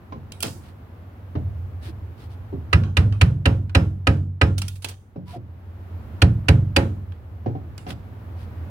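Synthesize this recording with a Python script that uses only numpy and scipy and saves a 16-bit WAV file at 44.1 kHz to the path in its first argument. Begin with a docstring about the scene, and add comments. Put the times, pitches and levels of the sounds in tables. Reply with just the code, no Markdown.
"""Work inside a plywood boat in a walled yard, over a low hum and the wash of the town.
First, hands and tools bump the hull, and wood clacks and scrapes. Then a hammer drives a chisel into a
batten (a strip of wood) seven times: each blow cracks in the chisel and booms through the hull.
Wood is prised loose with snaps and squeaks. Three more blows follow, then a few last bumps and scrapes.
After the loudest hits, an automatic volume control turns everything down and slowly back up."""
import sys
import numpy as np
from scipy import signal
from scipy.fft import rfft, irfft, next_fast_len
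from scipy.io import wavfile
from scipy.ndimage import uniform_filter1d, minimum_filter1d

SR = 44100
rng = np.random.default_rng(int(sys.argv[2]) if len(sys.argv) > 2 else 0)


def pcm_store(signal):
    """Save signal as 16-bit PCM."""
    levels = np.round(np.clip(np.atleast_2d(signal), -1, 1) * 32767)
    wavfile.write(sys.argv[1], SR, levels.astype(np.int16).T)


N = 383669
SIZE = 32768  # samples in one short sound
AGE = np.arange(SIZE) / SR  # seconds since it began


def undb(db):
    """Turns decibels into a number to multiply by."""
    return 10 ** (np.asarray(db) / 20)


def unit(x):
    """Scales a sound to an average power of 1."""
    return x / np.sqrt(np.mean(x ** 2))


def fade(fade_s):
    """Falls by 60 dB in fade_s seconds."""
    return np.exp(-np.log(1000) * AGE / max(fade_s, 1e-3))


def swell(delay_s, rise_s):
    """Waits, then builds up to 1."""
    return 1 - np.exp(-np.maximum(AGE - delay_s, 0) / max(rise_s, 1e-4))


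def along(points, hz):
    """Reads a table between its rows, by pitch."""
    pitches, values = np.transpose(points)
    return np.interp(np.log(hz + 1), np.log(pitches), values)


def pan(db):
    """Makes the left side db louder than the right; below zero leans right."""
    return undb(np.array([[db], [-db]]) / 2)


def add(out, start_s, sound):
    """Mixes a sound in at its start time."""
    i = max(int(start_s * SR), 0)
    out[:, i:i + sound.shape[1]] += sound[:, :N - i]


def noise(colour, size=SIZE, apart_hz=950, peaky_db=0):
    """Shaped noise with chance peaks; left and right share the bass and differ in the treble."""
    hz = np.fft.rfftfreq(size, 1 / SR)
    peaks = np.column_stack([np.geomspace(100, 16000, num=110), rng.standard_normal(110)])
    strength = undb(along(colour, hz) + peaky_db * along(peaks, hz))
    mid, side = np.exp(2j * np.pi * rng.random((2, len(hz)))) * strength
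    side = side * np.minimum(hz / apart_hz, 1)
    return unit(irfft([mid + side, mid - side], size))


def tilt(x, db_per_octave, pivot_hz):
    """Makes a sound brighter or duller, like a harder or softer hit."""
    hz = np.fft.rfftfreq(SIZE, 1 / SR)
    octaves = np.clip(np.log2((hz + 1) / pivot_hz), -2, 2)
    return irfft(rfft(x) * undb(db_per_octave * octaves))


def ring(notes, scatter_db, detune, lag_s):
    """A struck thing rings with its own notes, a bit different each time and lag_s later on the left."""
    out, t = 0, np.maximum(AGE - np.array([[lag_s], [0]]), 0)
    for k, (hz, db, fade_s) in enumerate(notes):
        weight, shift = rng.standard_normal(2)
        tone = np.sin(2 * np.pi * hz * (1 + detune * shift) * t)
        out = out + (-1) ** k * undb(db + scatter_db * weight) * fade(fade_s) * tone
    return out


# The colour (mix of low and high) of the hum and the town: pitch_hz, level_db
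HUM_COLOUR = [(20, -42), (50, -16), (68, -13.5), (84, 2), (100, -2.5), (120, -14.5), (180, -35.5),
              (600, -76)]
TOWN_COLOUR = [(20, -26), (45, -11), (70, 0.5), (130, -7), (220, -3.5), (400, -12.5), (800, -17.5),
               (1500, -24.5), (3000, -35.5), (6000, -48), (9000, -53), (12500, -43.5), (16000, -46.5)]
# How each rises and falls: time_s, level_db
HUM_LEVELS = [(0, -40.5), (1.2, -42.5), (1.4, -28), (2.2, -35.5), (4.4, -29), (5.3, -38), (7.0, -27),
              (7.8, -37), (8.7, -32)]
TOWN_LEVELS = [(0, -47.5), (2.6, -46), (5.399, -47), (6.9, -39.5), (7.9, -46), (8.7, -42)]

def background(steadiness=0.21):
    """A wavering low hum under the wash of the town, which swells twice near the end."""
    t, size = np.arange(N) / SR, next_fast_len(N, True)
    hum_db, town_db = (np.interp(t, *np.transpose(curve)) for curve in (HUM_LEVELS, TOWN_LEVELS))
    hum, town = (noise(colour, size)[:, :N] for colour in (HUM_COLOUR, TOWN_COLOUR))
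    hum_power = uniform_filter1d(hum[0] ** 2, size=4000)
    hum = unit(hum / hum_power ** (steadiness / 2))  # evens out some of the wavering
    return hum * undb(hum_db) * pan(-1.2) + town * undb(town_db)


def jitter():
    """The quick random wobble of things sliding."""
    return unit(uniform_filter1d(rng.standard_normal(SIZE), size=120))


def stroke(length_s):
    """One smooth push of the hand."""
    return np.sin(np.pi * np.minimum(AGE / length_s, 1))


# The colour of rubbing wood: pitch_hz, level_db
RUB_COLOUR = [(300, 6.5), (1000, -0.5), (2000, -4), (3300, -4), (4600, -6), (7000, -18.5), (9500, -14),
              (16000, -22)]
# Wood scrapes on wood: start_s, length_s, level_db
WOOD_SCRAPES = [(0.416, 0.087, -37), (0.61, 0.12, -54.5), (1.81, 0.11, -44.5), (2.164, 0.12, -52.5),
                (2.289, 0.072, -55), (4.816, 0.14, -33.5), (5.254, 0.13, -40.5), (7.867, 0.076, -40.5),
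                (8.354, 0.12, -53.5)]
# The blade squeaks in the cut: start_s, length_s, pitch_hz, level_db
BLADE_SQUEAKS = [(5.253, 0.089, 976, -40), (5.323, 0.058, 706, -25.5)]

def rubbing(grain_db=2.0, waver=0.025):
    """Wood fibres catch and slip: uneven slipping scrapes, steady slipping squeaks."""
    out = np.zeros((2, N))
    for start_s, length_s, db in WOOD_SCRAPES:
        scrape = noise(RUB_COLOUR) * unit(undb(grain_db * jitter()))
        add(out, start_s, scrape * stroke(length_s) * undb(db))
    for start_s, length_s, hz, db in BLADE_SQUEAKS:
        tone = np.sin(2 * np.pi * np.cumsum(hz * (1 + waver * jitter())) / SR)
        squeak = tone * unit(undb(grain_db * jitter()))
        add(out, start_s, squeak * stroke(length_s) ** 2 * undb(db) * pan(-1.2))
    return out


# How long hull and yard keep sounding: pitch_hz, fade_s
FADE_TIMES = [(100, 0.61), (250, 0.59), (600, 0.44), (1500, 0.21), (3500, 0.28), (12000, 0.51)]

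def die_away(x):
    """Hull and yard let each octave fade at its own speed; the bass lasts longest."""
    octave = np.log2(np.fft.rfftfreq(SIZE, 1 / SR) + 1)
    spectrum, out = rfft(x), 0
    for k in range(5, 15):
        band = irfft(spectrum * np.maximum(1 - abs(octave - k), 0))
        out = out + band * fade(along(FADE_TIMES, 2. ** k))
    return out


# The planks' own notes: pitch_hz, level_db, fade_s
PLANK_NOTES = [(267.3, 2.5, 0.22), (310.4, -6, 0.41), (346, -7, 0.29), (435.8, 0, 0.18), (498, -7.5, 0.11),
               (538, -3, .22), (564, -5.5, 0.19), (694, -7.5, 0.2), (786, -2, .12), (837, -8, 0.19),
               (947, -8, 0.14), (1048, -5.5, 0.099)]

def plank_ring(scatter_db, detune, lag_s):
    """Knocked planks give a short, woody ring."""
    return ring(PLANK_NOTES, scatter_db, detune, lag_s)


# The hull's own notes, lowest first: pitch_hz, level_db, fade_s
HULL_NOTES = [(54, -18.5, 1), (78.6, -10, 0.71), (96.2, -5.5, 1), (120, -1, 0.45), (141, -8, 0.71),
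              (163.4, -5.5, .24), (186.9, -12.5, 0.52), (212.4, -17, 0.35), (226.3, -19.5, 0.56)]

def hull_boom(scatter_db, detune, lag_s, rise_s, skip_lowest=0):
    """The whole hull shakes, building up to a deep boom."""
    return ring(HULL_NOTES[skip_lowest:], scatter_db, detune, lag_s) * swell(0, rise_s)


# The colour of a bump: pitch_hz, level_db
BUMP_COLOUR = [(100, -18), (200, 5.5), (330, 6), (520, -6), (740, -2.5), (1200, -14), (3000, -9.5),
               (6000, -11.5), (16000, -56.5)]
# Hands and tools bump the hull: start_s, level_db, pitch_hz, muffle_above_hz
HULL_BUMPS = [(0.122, -32, 1046, 2100), (0.158, -38, 237, 706), (0.441, -25, 447, 1890),
              (1.352, -21.5, 295, 1020), (1.883, -39, 324, 600), (2.526, -21.5, 387, 460),
              (4.846, -28, 334, 2466), (5.159, -18.5, 297, 674), (5.359, -26.5, 350, 960),
              (7.460, -12, 723, 800), (7.550, -24.5, 755, 800), (7.865, -30, 720, 2530),
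              (7.909, -34.5, 156, 1494)]

def bumps(knock_db=-4, plank_db=-12, thud_db=-1, spot_db=-17.5, spot_growth=0.42, spot_fade_s=0.14):
    """A soft bump rings the spot it touches, along with the planks and the hull."""
    out = np.zeros((2, N))
    for start_s, db, hz, muffle_hz in HULL_BUMPS:
        knock = undb(knock_db) * die_away(noise(BUMP_COLOUR, peaky_db=2.5)) * (0.35 + fade(0.11))
        planks = undb(plank_db) * plank_ring(scatter_db=1.7, detune=0.03, lag_s=0.00041)
        muffle = signal.butter(2, muffle_hz, fs=SR, output="sos")  # softer touch, less treble
        wood = signal.sosfilt(muffle, undb(db) * (knock + planks))
        spot_note = (hz, spot_db + spot_growth * db, spot_fade_s)  # grows more slowly than the bump
        spot = ring([spot_note], scatter_db=0.8, detune=0.009, lag_s=0.00036)
        panel_db = -3.5 * np.log2(hz / 330)  # a low spot is a big panel and shakes the hull more
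        thud = hull_boom(scatter_db=3.9, detune=0.02, lag_s=0.00079, rise_s=0.013, skip_lowest=2)
        add(out, start_s, (wood + spot) * swell(0, 0.001) + thud * undb(db + thud_db + panel_db))
    return out * pan(-1)


# The colour of a snap: pitch_hz, level_db
SNAP_COLOUR = [(200, -11), (700, -8.5), (1800, -9.5), (2700, -3), (4200, -4), (6500, -8.5), (9500, -6.5),
               (13000, -19.5), (16000, -14.5)]
# A loose batten's own notes: pitch_hz, level_db, fade_s
BATTEN_NOTES = [(1424, -12, 0.1), (2413, -10, 0.073), (2750, 3, 0.021), (3070, -4.5, 0.073),
                (4470, -6.5, .025), (5030, -7.5, .03)]
# Battens clack and fibres snap; the dull ticks between blows are the chisel set back on the wood: start_s,
# level_db, brightness_db_per_octave, fade_s
WOOD_SNAPS = [(0.32, -29, 0, 0.018), (0.4047, -24, 8.5, 0.013), (0.4257, -18, 6.5, 0.03),
              (0.431, -13, -1.5, 0.014), (2.836, -27.5, -8.5, 0.0073), (3.1245, -27.5, -7, 0.0071),
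              (3.694, -44, -10, 0.037), (4.58, -13.5, 2, 0.052), (4.6178, -10, -0.5, 0.027),
              (4.681, -13.5, 4, 0.029), (4.755, -33.5, 1, 0.079), (4.821, -30, 0.5, 0.1),
              (4.8444, -10, -2, 0.041), (4.8856, -23, 2, 0.084), (7.1212, -41.5, -10, 0.014),
              (7.7786, -30, -1, 0.017), (7.9034, -37, -6.5, 0.045)]

def snaps(snap_db=2, echo_db=-23, batten_db=-11, rise_s=0.0012):
    """A short, bright crack rings a batten and echoes in the yard."""
    out = np.zeros((2, N))
    for start_s, db, bright, fade_s in WOOD_SNAPS:
        crack = tilt(noise(SNAP_COLOUR, peaky_db=3), bright, 5900) * fade(fade_s)
        echo = tilt(noise(SNAP_COLOUR, peaky_db=4.5), bright - 3, 5100)  # the yard dulls the crack
        batten = ring(BATTEN_NOTES, scatter_db=2.3, detune=0.054, lag_s=0.0001)
        snap = crack + undb(echo_db) * die_away(echo) + undb(batten_db) * batten
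        add(out, start_s, snap * swell(0, rise_s) * undb(db + snap_db))
    return out * pan(-4.8)


def heave(hz=90, crest_s=0.0245, width_s=0.012):
    """The boat's bottom gives under a blow and swings back and forth about twice."""
    t = AGE - crest_s
    return np.cos(2 * np.pi * hz * t) * np.exp(-(t / width_s) ** 2)


# The steel notes of chisel and hammer head: pitch_hz, level_db, fade_s
CHISEL_NOTES = [(1260, 5, .08), (1390, -19.5, 0.35), (1637, 4.5, 0.068), (1765, -7.5, 0.051),
                (1990, 1, 0.066), (2074, -16, 0.1), (2455, -2, 0.076), (2520, -20.5, 0.11),
                (2913, -4, 0.048), (2720, -6, .06), (2930, -22, 0.21), (3594, -2.5, .05),
                (4013, -4.5, 0.069), (4350, -8, 0.033), (5220, -18, 0.16)]

def chisel_ring(steel_db, handle_hz, handle_db, handle_fade_s=0.039):
    """The struck steel rings with many notes, the handle with just one."""
    steel = ring(CHISEL_NOTES, scatter_db=2.5, detune=0.007, lag_s=0.00016)
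    handle = ring([(handle_hz, handle_db, handle_fade_s)], scatter_db=0.67, detune=0.0026, lag_s=54e-6)
    return (steel * undb(steel_db) + handle) * swell(0, 0.003)


def bite(crunch, steel_db, neutral_db=-22.5, bite_s=0.0086):
    """The edge crunches briefly into the wood; the less the steel rings, the brighter the crack."""
    bright = 0.1913 * (neutral_db - steel_db)
    burst = swell(0, 0.0026) * (np.exp(-(AGE / bite_s) ** 4) + 0.39 * fade(0.1))
    return tilt(crunch, bright, 2900) * burst


# The colours of the cut and of the yard's echo: pitch_hz, level_db
CRACK_COLOUR = [(150, -21), (400, 0.5), (900, -4.5), (1600, 0.5), (2050, -3.5), (2700, 4.5), (3300, -7.5),
                (4600, -7), (6000, -18), (7500, -20.5), (9500, -17), (12500, -31.5), (16000, -38)]
YARD_COLOUR = [(50, -20), (110, 3.5), (200, 15), (400, 4), (800, -5), (1500, -1), (2700, -10.5),
               (5000, -26), (7000, -31.5), (10000, -36), (16000, -45)]
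# The ten blows: start_s, force_db, hull_db, steel_db, handle_hz
HAMMER_BLOWS = [(2.7287, -14.5, -13.5, -17.5, 2693), (2.9681, -14.5, -14, -25, 2420),
                (3.2115, -13.5, -12, -24.5, 2280), (3.455, -13, -13.5, -21.5, 2697),
                (3.7485, -11, -12, -18, 2800), (4.0694, -7.5, -10, -15, 2440), (4.4127, -7, -8, -10, 2840),
                (6.2176, -17, -14, -29, 3270), (6.4835, -13, -11, -25, 2840), (6.762, -7.5, -17, -32, 2605)]

def hammer(drive_db=8, crack_db=-4, echo_db=-12.5, heave_db=9, boom_db=2, plank_db=-7.5,
           chisel_db=-3.5, handle_db=-20, fresh=0.65, seating_blows=3):
    """Each blow cracks into the wood; chisel and planks ring, the yard echoes and the hull booms."""
    out = np.zeros((2, N))
    # the same spot is struck, so all blows share part of their noise
    same_crack, same_echo = noise(CRACK_COLOUR, peaky_db=1.5), noise(YARD_COLOUR, peaky_db=0.5)
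    for k, (start_s, force_db, hull_db, steel_db, handle_hz) in enumerate(HAMMER_BLOWS):
        # until the edge sits firmly, more force stays in the handle and less reaches the planks
        handle_extra_db, plank_extra_db = (6.5, -12.5) if k < seating_blows else (0, 0)
        crunch = same_crack + fresh * noise(CRACK_COLOUR, peaky_db=7)
        crack = bite(crunch, steel_db) * undb(force_db + crack_db)
        chisel = chisel_ring(steel_db + chisel_db, handle_hz, handle_db + handle_extra_db)
        planks = plank_ring(scatter_db=1.8, detune=0.0044, lag_s=0.00025) * swell(0, 0.012)
        planks *= undb(force_db + plank_db + plank_extra_db)
        echo = die_away(same_echo + fresh * noise(YARD_COLOUR, peaky_db=3.5))
        echo *= swell(0.0066, 0.0026) * undb(force_db + echo_db)
        boom = hull_boom(scatter_db=3.3, detune=0.022, lag_s=0.00013, rise_s=0.032)
        add(out, start_s, (chisel + crack) * pan(-4.5) + (planks + echo) * pan(-2.3))
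        add(out, start_s, heave() * undb(hull_db + heave_db) * pan(-1.6))
        # the bending takes a moment to spread through the hull
        add(out, start_s + 0.0065, boom * undb(hull_db + boom_db) * pan(-1.3))
    return out * undb(drive_db)


def scene():
    """All the sounds together, through a microphone that loses the deepest bass."""
    mix = hammer() + bumps() + snaps() + rubbing() + background()
    return signal.sosfilt(signal.butter(4, 42, "high", fs=SR, output="sos"), mix)


def record(dry, ceiling_db=-1, release_db_per_s=11, hold_s=0.44, top_hz=16000):
    """The volume drops at each loud peak, waits, then creeps back up; the highest treble is cut."""
    peak_db = 20 * np.log10(abs(dry).max(0) + 1e-9)
    cut_db = np.minimum(ceiling_db - peak_db, 0)
    half_hold = int(hold_s * SR) // 2 + 1
    held_db = minimum_filter1d(cut_db, 2 * half_hold + 1, origin=half_hold, mode="nearest")
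    climb_db = release_db_per_s * np.arange(N) / SR
    volume_db = np.minimum.accumulate(held_db - climb_db) + climb_db
    smooth_db = uniform_filter1d(minimum_filter1d(volume_db, size=200), size=200)
    treble_cut = signal.ellip(8, 0.2, 70, top_hz, fs=SR, output="sos")
    return signal.sosfilt(treble_cut, dry * undb(smooth_db))


dry = scene()
out = record(dry)
pcm_store(out)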